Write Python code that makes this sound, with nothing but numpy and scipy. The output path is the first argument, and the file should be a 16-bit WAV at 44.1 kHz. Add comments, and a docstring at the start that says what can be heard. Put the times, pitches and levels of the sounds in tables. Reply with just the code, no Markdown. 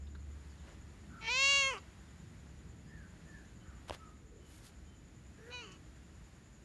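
"""Low traffic rumble, hissing air, a pulsing insect and far birds (noise bands, gliding tones) fill a yard.
A motor hum, a sine, soon fades; ticks of grit and a rub of friction noise precede the first call.
A near cat gives a loud arching meow: fold harmonics and breath ring a gliding mouth, rough when slack.
A finger then knocks on a case (click, scrape, decaying modes), and a hand strokes the cat's fur.
A faint hoarse meow ends it; soft low shuffles of the hand that holds the case come and go throughout."""
import sys
import numpy as np
from scipy import signal
from scipy.fft import rfft, irfft, next_fast_len
from scipy.io import wavfile
from scipy.ndimage import uniform_filter1d, map_coordinates

SR = 44100
rng = np.random.default_rng(int(sys.argv[2]) if len(sys.argv) > 2 else 0)


def digitize_waveform(pressure):
    """Quantize a signal to 16-bit integers and store it at the path in sys.argv[1].

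    Rows of a 2-D input are taken as channels; values are limited to [-1, 1].
    """
    field = np.atleast_2d(pressure).T
    bounded = np.clip(field, -1, 1)
    quanta = np.round(bounded * 32767).astype(np.int16)
    wavfile.write(sys.argv[1], SR, quanta)


N = 292824
TIME = np.arange(N) / SR
DRIFT_DB, DRIFT_PER_S = .8, 1.7  # size and random knots a second of the slow wander of rumble and air


def amp(db):
    """Logarithmic level: decibels to an amplitude ratio."""
    return 10 ** (np.asarray(db) / 20)


def unit(x):
    """Root mean square: scale a signal to rms 1."""
    return x / np.sqrt(np.mean(x ** 2) + 1e-20)


def along(points, hz):
    """Logarithmic frequency scale: interpolate (frequency [Hz], value) points along it."""
    f, v = np.transpose(points)
    return np.interp(np.log(hz + 1), np.log(f + 1), v)


def curve(rows, t, size=130):
    """Piecewise-linear control: (time [s], value) rows at times t, corners rounded by a moving mean."""
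    return uniform_filter1d(np.interp(t, *np.transpose(rows)), size)


def wobble(rate, t):
    """Band-limited fluctuation: a smooth curve through random knots, rate of them a second."""
    at = (t - t[0]) * rate
    knots = rng.standard_normal(int(at[-1]) + 4)
    return map_coordinates(knots, [at + 1])


def filtered(x, response):
    """Linear filtering: multiply the spectrum of x by a response of frequency."""
    m = next_fast_len(len(x) + 8192)
    hz = np.fft.rfftfreq(m, 1 / SR)
    return irfft(rfft(x, m) * response(hz), m)[:len(x)]


def noise(spectrum, size):
    """Spectral shaping: white noise coloured by (frequency [Hz], level [dB]) points, rms 1."""
    white = rng.standard_normal(size)
    return unit(filtered(white, lambda hz: amp(along(spectrum, hz))))


def throat(spectrum, hz, size=2048):
    """Minimum phase: a folded cepstrum gives the log gain and phase of a causal resonator."""
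    grid = np.fft.rfftfreq(size, 1 / SR)
    cepstrum = irfft(np.log(amp(along(spectrum, grid))))
    # keep the causal half only
    cepstrum[1:size // 2] *= 2
    cepstrum[size // 2 + 1:] = 0
    return np.interp(hz, grid, rfft(cepstrum))


def add(track, s, sound):
    """Superposition: mix a sound into the track at s seconds."""
    part = track[round(s * SR):][:len(sound)]
    part += sound[:len(part)]


def yard(x, wet_db, t60=0.52):
    """Reverberation: the walls around answer with an exponentially decaying noise tail."""
    t = TIME[:SR // 2]
    tail = noise([(300, -14), (3000, -10), (10000, -26)], len(t)) * amp(-60 * t / t60)
    return x + amp(wet_db) * signal.fftconvolve(x, tail / np.linalg.norm(tail))[:N]


def traffic(rumble_db=-55):
    """Broadband source: low noise whose level drifts slowly."""
    # rumble colour: (frequency [Hz], level [dB])
    rumble_colour = [(20, -53), (35, -13), (48, -2.5), (65, 3), (97, -5), (130, -6.5), (184, -8),
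                     (278, -15), (313, -11.5), (358, -17), (700, -31), (1200, -84)]
    return amp(rumble_db + DRIFT_DB * wobble(DRIFT_PER_S, TIME)) * noise(rumble_colour, N)


def open_air(air_db=-66.5):
    """Broadband source: soft hiss with a slow and a quicker random drift of level."""
    # hiss colour: (frequency [Hz], level [dB])
    hiss_colour = [(250, -17), (600, 0.5), (1100, -1), (1900, 0), (2300, -3.5), (3200, -7), (4200, -9),
                   (6200, -11.5), (7800, -15.5), (10000, -16), (12000, -19)]
    drift_db = DRIFT_DB * wobble(DRIFT_PER_S, TIME) + wobble(4.4, TIME)
    return amp(air_db + drift_db) * noise(hiss_colour, N)


def motor(hz=72, db=-48.5, hold_s=0.39, fade_db_per_s=34):
    """Exponential decay: a motor's pure hum holds, then dies away, wavering in level."""
    level_db = db - fade_db_per_s * np.maximum(TIME - hold_s, 0)
    return amp(level_db + wobble(17, TIME)) * unit(np.sin(2 * np.pi * hz * TIME))


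def insect(db=-74, depth_db=3.5, pulse_hz=10.1):
    """Amplitude modulation: a high narrow buzz swells ten times a second."""
    # buzz colour: (frequency [Hz], level [dB])
    buzz_colour = [(5800, -64), (6450, -8), (6750, 0.5), (7150, 3.5), (7450, -10), (8000, -34)]
    beat = np.cos(2 * np.pi * pulse_hz * (TIME - .022)) + .15 * wobble(5, TIME)
    return amp(db) * unit(amp(depth_db * beat) * noise(buzz_colour, N))


def chirps(count=12):
    """Frequency glide: very far small birds twitter at random pitches and moments, mostly falling."""
    out = np.zeros(N)
    for when, high, long, slide, loud in rng.random((count, 5)):
        t = TIME[:int((.03 + .07 * long) * SR)]
        glide = 0.61 * (slide - .7) * t / t[-1]
        hz = 2400 * 2.7 ** high * (1 + glide + 0.0073 * wobble(234, t))
        tone = np.hanning(len(t)) * np.sin(2 * np.pi * np.cumsum(hz) / SR)
        add(out, when * N / SR, amp(-84 + 5 * loud) * unit(tone))
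    return out


def birds(top_share=0.29, sag_per_s2=10.47):
    """Frequency modulation: far calls share a parabolic pitch arch; random modulation makes some hoarse."""
    # calls: (time [s], length [s], top pitch [Hz], level [dB], hoarseness [Hz])
    calls = [(1.084, 0.19, 1394, -62, 138), (1.446, 0.19, 1496, -64, 50), (1.594, 0.15, 1330, -63, 15.2),
             (2.861, .23, 1770, -65, 58), (3.249, 0.18, 1767, -63.5, 39), (3.595, .22, 1483, -69, 170),
             (3.597, 0.059, 3040, -73, 8.3), (3.982, 0.13, 1303, -62.5, 23), (4.391, .1, 3030, -74, 15),
             (4.85, 0.11, 3095, -77, 20)]
    out = np.zeros(N)
    for s, length, top_hz, db, hoarse_hz in calls:
        t = TIME[:int(length * SR)]
        # the pitch tops out at top_share of the length
        arch = 1 - sag_per_s2 * (t - top_share * length) ** 2
        hz = top_hz * arch + hoarse_hz * wobble(398, t)
        tone = np.sin(np.pi * t / length) * np.sin(2 * np.pi * np.cumsum(hz) / SR)
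        add(out, s, amp(db) * unit(tone))
    return out


def shuffles():
    """Friction noise: dull low swells as the hand that holds the case shifts its grip."""
    # swells: (time [s], length [s], centre pitch [Hz], peak level [dB])
    swells = [(1.14, 0.14, 217, -57.5), (2.253, 0.064, 162, -55.5), (2.9, 0.73, 162, -58.5),
              (4.366, 0.091, 437, -64)]
    out = np.zeros(N)
    for s, length, hz, db in swells:
        swell = np.exp(-((TIME - s) / length) ** 2)
        out += amp(db) * swell * noise([(hz / 4, -36), (hz, 0), (hz * 8, -90)], N)
    return out


def strokes(grain_db=2.5):
    """Friction noise: grainy swells of skin and fur; the light strokes over fur are brightest."""
    # strokes: (time [s], length [s], peak level [dB], treble tilt [dB per octave])
    rubs = [(0.699, 0.07, -61.5, -2), (3.888, 0.0083, -52.5, 0.5), (3.938, 0.023, -52.5, 0.5),
            (4.548, 0.077, -63, 8), (4.661, 0.033, -57.5, 6.5)]
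    # friction colour before the tilt: (frequency [Hz], level [dB])
    fur = [(150, -13), (500, -1.5), (1500, -1), (3500, -5), (7000, -14), (12000, -19.5)]
    out = np.zeros(N)
    for s, length, db, tilt_db in rubs:
        t = np.arange(-2 * length, 2 * length, 1 / SR)
        colour = [(hz, level + tilt_db * np.log2(hz)) for hz, level in fur]
        rub = unit(noise(colour, len(t)) * amp(grain_db * wobble(700, t)))
        add(out, s - 2 * length, amp(db) * np.exp(-(t / length) ** 2) * rub)
    return out


def taps(snap_t60=0.007, click_db=10.0):
    """Modal excitation: each finger contact clicks, scrapes for an instant and briefly rings the case."""
    # contacts: (time [s], knock gain [dB], snap gain [dB], snap tilt [dB per octave])
    contacts = [(3.8905, -44, -49, 0), (3.8967, -29, -32.5, 2), (3.9080, -25.5, -26, -3.5),
                (3.9234, -37, -38, -1), (3.9477, -43, -40, 3)]
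    # modes of the case: (frequency [Hz], level [dB], t60 [s])
    modes = [(74.5, -16.5, 0.085), (287, -15.5, 0.023), (590, -6, 0.018), (1000, -4, 0.011),
             (1560, -11, 0.0075), (2880, -2.5, 0.0034)]
    # snap colour before the tilt: (frequency [Hz], level [dB])
    snap_colour = [(300, 8), (1200, 1.5), (3600, -0.5), (5500, -4), (8000, -19), (12000, -20)]
    out, t = np.zeros(N), TIME[:SR // 10]
    grid = np.fft.rfftfreq(len(t), 1 / SR)
    # neighbouring modes start in opposite phase
    ring = sum((-1) ** i * amp(db - 60 * t / t60) * np.sin(2 * np.pi * hz * t)
               for i, (hz, db, t60) in enumerate(modes))
    for s, knock_db, snap_db, tilt_db in contacts:
        colour = [(hz, db + tilt_db * np.log2(hz)) for hz, db in snap_colour]
        click = irfft(np.exp(throat(colour, grid)))
        click *= amp(click_db) / np.linalg.norm(click)
        scrape = amp(-60 * t / snap_t60) * noise(colour, len(t)) / 2
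        add(out, s, amp(knock_db) * ring + amp(snap_db) * (click + scrape))
    return out


def grit(rise_s=0.0013, t60=0.054):
    """Band-limited transients: short narrow ticks of sand and of the cat's lips."""
    # ticks: (time [s], level before the rise and decay [dB], pitch [Hz])
    ticks = [(.069, -60, 3680), (.149, -52, 1450), (.150, -60, 3900), (1.773, -44, 1300),
             (1.778, -53, 4670), (5.718, -53, 6300)]
    out, t = np.zeros(N), TIME[:SR // 10]
    for s, db, hz in ticks:
        envelope = amp(db - 60 * t / t60) * (1 - np.exp(-t / rise_s))
        add(out, s, envelope * noise([(hz / 2, -26), (hz, 0), (hz * 2, -40)], len(t)))
    return out


def slackness(db, slack_db, loosening_db=1.7, settle_s=.014):
    """Loss of tension: the folds roughen as the level falls about slack_db below its peak."""
    taut, rise = .022, .578  # roughness of taut folds; slack folds add rise / 1.5
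    t = TIME[:len(db)]
    # the folds follow the effort late, so a call starts rough and stays clean into its fall
    below_db = db.max() - np.interp(t - settle_s, t, db)
    return taut + rise / (1.5 + np.exp((slack_db - below_db) / loosening_db))


def meow(pitch_rows, level_rows, mouth_rows, shapes, slack_db, rasp, sizzle_db,
         jitter=.06, shimmer_db=3, count=30, size=64):
    """Source and filter: vocal fold pulses ring a mouth gliding through its shapes; slack folds rattle."""
    # air through the teeth: (frequency [Hz], level [dB])
    teeth = [(200, -51), (3500, -47), (4300, -13), (5100, -10), (5800, 3), (7100, -12), (8000, -11),
             (10000, -21), (12000, -30)]
    first, last = int(level_rows[0][0] * SR), int(level_rows[-1][0] * SR)
    t = TIME[first:last]
    pitch, db, mouth = (curve(rows, t) for rows in (pitch_rows, level_rows, mouth_rows))
    rough = slackness(db, slack_db)
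    doubling = .9 * rough
    # crossfade between neighbouring mouth shapes
    mouth = np.clip(mouth, 0, len(shapes) - 1)
    shares = [np.clip(1 - abs(mouth - i), 0, 1) for i in range(len(shapes))]
    # even taut folds waver a little; slackness adds jitter
    waver = .0018 * wobble(45, t) + jitter * rough * wobble(350, t)
    phase = 2 * np.pi * np.cumsum(pitch * (1 + waver)) / SR
    # whole multiples of the pitch; the halves between them sound when every other pulse is weak
    k = np.arange(2, 2 * count)[:, None] / 2
    # the mouth gives each multiple a gain and a phase lag, found every size samples
    colour = sum(share[::size] * throat(shape, k * pitch[::size])
                 for share, shape in zip(shares, shapes))
    strength = np.where(k % 1 == 0, 1, doubling[::size]) * np.exp(colour.real)
    strength /= np.sqrt((strength ** 2).sum(0) / 2)

    def fine(v):
        """Linear interpolation: bring a coarse control to every sample."""
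        return np.interp(t, t[::size], v)

    voice = sum(fine(gain) * np.sin(multiple * phase + fine(lag))
                for multiple, gain, lag in zip(k, strength, colour.imag))
    # turbulence puffs through the folds once a cycle
    puffs = (1 + 0.49 * np.cos(phase)) * (1 + doubling * np.cos(phase / 2 - 1))
    air = unit(sum(share * noise(shape, len(t)) for share, shape in zip(shares, shapes)) * puffs)
    sizzle = amp(sizzle_db + 2 * wobble(30, t)) * unit(noise(teeth, len(t)) * puffs)
    # rougher folds trade voice for breath at constant power
    breath = np.clip(rasp * rough, 0, 1)
    mix = np.sqrt(1 - breath ** 2) * voice + breath * air + sizzle
    call = mix * amp(db + shimmer_db * rough * wobble(250, t))
    return np.pad(call * signal.windows.tukey(len(t), .08), (first, N - last))


def faint_meow():
    """Low fold tension: a faint, lower arch that turns hoarse."""
    # pitch arch: (time [s], pitch [Hz])
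    pitch = [(5.38, 412), (5.508, 487), (5.548, 499), (5.608, 481.6), (5.636, 443.6), (5.68, 372)]
    # effort: (time [s], level [dB])
    level = [(5.37, -64), (5.392, -63), (5.508, -53), (5.544, -44.5), (5.712, -59.5), (5.718, -57),
             (5.78, -70)]
    # mouth glide: (time [s], shape index [0 murmur, 1 ah, 2 rasp])
    mouth = [(5.495, 0.14), (5.535, 1.22), (5.59, 0.91), (5.635, 1.9)]
    # throat and mouth colour of each shape: (frequency [Hz], level [dB])
    murmur = [(250, -25), (450, 8.5), (900, -31), (1700, 2), (2300, -25), (4000, -31), (8000, -40),
              (12000, -25)]
    small_ah = [(250, -30), (500, -9.5), (1000, -5.5), (1500, -8.5), (2000, -15), (2480, 2.5), (2980, -2.5),
                (3470, -25), (3970, 0), (4500, -12), (5000, -26), (6300, -13), (8000, -45), (12000, -54)]
    hoarse = [(250, -23), (400, 10), (750, -22), (1150, 6.5), (1800, -6), (2400, -3.5), (2950, 10),
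              (3600, -40), (4400, 0), (5200, -20), (6700, -4), (8200, -32), (12000, -36)]
    return meow(pitch, level, mouth, [murmur, small_ah, hoarse], slack_db=6.3, rasp=1.2, sizzle_db=-24)


def loud_meow():
    """Moving formants: a loud arch of pitch while the mouth opens, holds and closes."""
    # pitch arch: (time [s], pitch [Hz])
    pitch = [(1.26, 450), (1.276, 444), (1.312, 490), (1.4, 539.8), (1.5, 558), (1.62, 553.3),
             (1.63, 540.5), (1.7, 537.5), (1.722, 488), (1.73, 499.5), (1.746, 424.7), (1.766, 383.6),
             (1.77, 378.5)]
    # effort: (time [s], level [dB])
    level = [(1.2, -56), (1.29, -34.5), (1.352, -33.5), (1.436, -28), (1.568, -28.5), (1.68, -33),
             (1.78, -50), (1.8, -51)]
    # mouth glide: (time [s], shape index [0 nasal, 1 mee, 2 ah, 3 ow, 4 shut])
    mouth = [(1.225, 0.7), (1.275, .1), (1.305, 1.56), (1.36, 1.74), (1.6, 2.24), (1.68, 3.16),
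             (1.745, 3.87)]
    # throat and mouth colour of each shape: (frequency [Hz], level [dB])
    nasal = [(250, -11), (450, -19.5), (900, -10), (1350, -27), (1800, -1.5), (2020, -4), (2280, 1),
             (2600, -7.5), (3150, 1), (3600, -24), (4100, -12), (4900, -21), (5450, -14), (7100, -26),
             (8200, -58)]
    mee = [(250, -11), (480, -13), (950, -1.5), (1450, -11.5), (1950, -21), (2400, 9), (2950, -16),
           (3450, -12), (4100, -7), (4900, -19), (5800, -14), (6400, -33), (7400, -27), (8500, -72),
           (12000, -39)]
    ah = [(250, -25), (550, -19), (1100, -14), (1660, -18), (2220, -7), (2770, -0.5), (3330, -10.5),
          (3880, -13), (4430, -9.5), (5000, -18.5), (6900, -12.5), (8200, -32), (9500, -36), (12000, -48)]
    ow = [(250, -19.5), (540, -9.5), (1080, -7.5), (1620, -12), (2150, 0), (2700, -3), (3230, -3),
          (3760, -19), (4320, -8), (4900, -30), (6600, -8.5), (8100, -36), (9600, -26), (12000, -71)]
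    shut = [(200, -3), (400, 7.5), (800, -2), (1100, 12.5), (1600, -4.5), (3000, 1.5), (3800, -39),
            (4700, -13), (6300, -15.5), (8000, -20), (12000, -35)]
    return meow(pitch, level, mouth, [nasal, mee, ah, ow, shut], slack_db=12.5, rasp=.85, sizzle_db=-28.5)


def scene():
    """Direct-to-reverberant ratio: far birds get more of the walls' answer than the near cat."""
    background = traffic() + open_air() + motor() + insect()
    far = yard(birds() + chirps(), wet_db=-10.5)
    cat = yard(loud_meow() + faint_meow() + grit(), wet_db=-29)
    hand = taps() + strokes() + shuffles()
    return (background + far + hand + cat)[None]


def record(dry, top_hz=11950):
    """Band limitation: a very steep low-pass removes what lies above top_hz."""
    return np.array([filtered(x, lambda hz: 1 / (1 + (hz / top_hz) ** 120)) for x in dry])


dry = scene()
out = record(dry)
digitize_waveform(out)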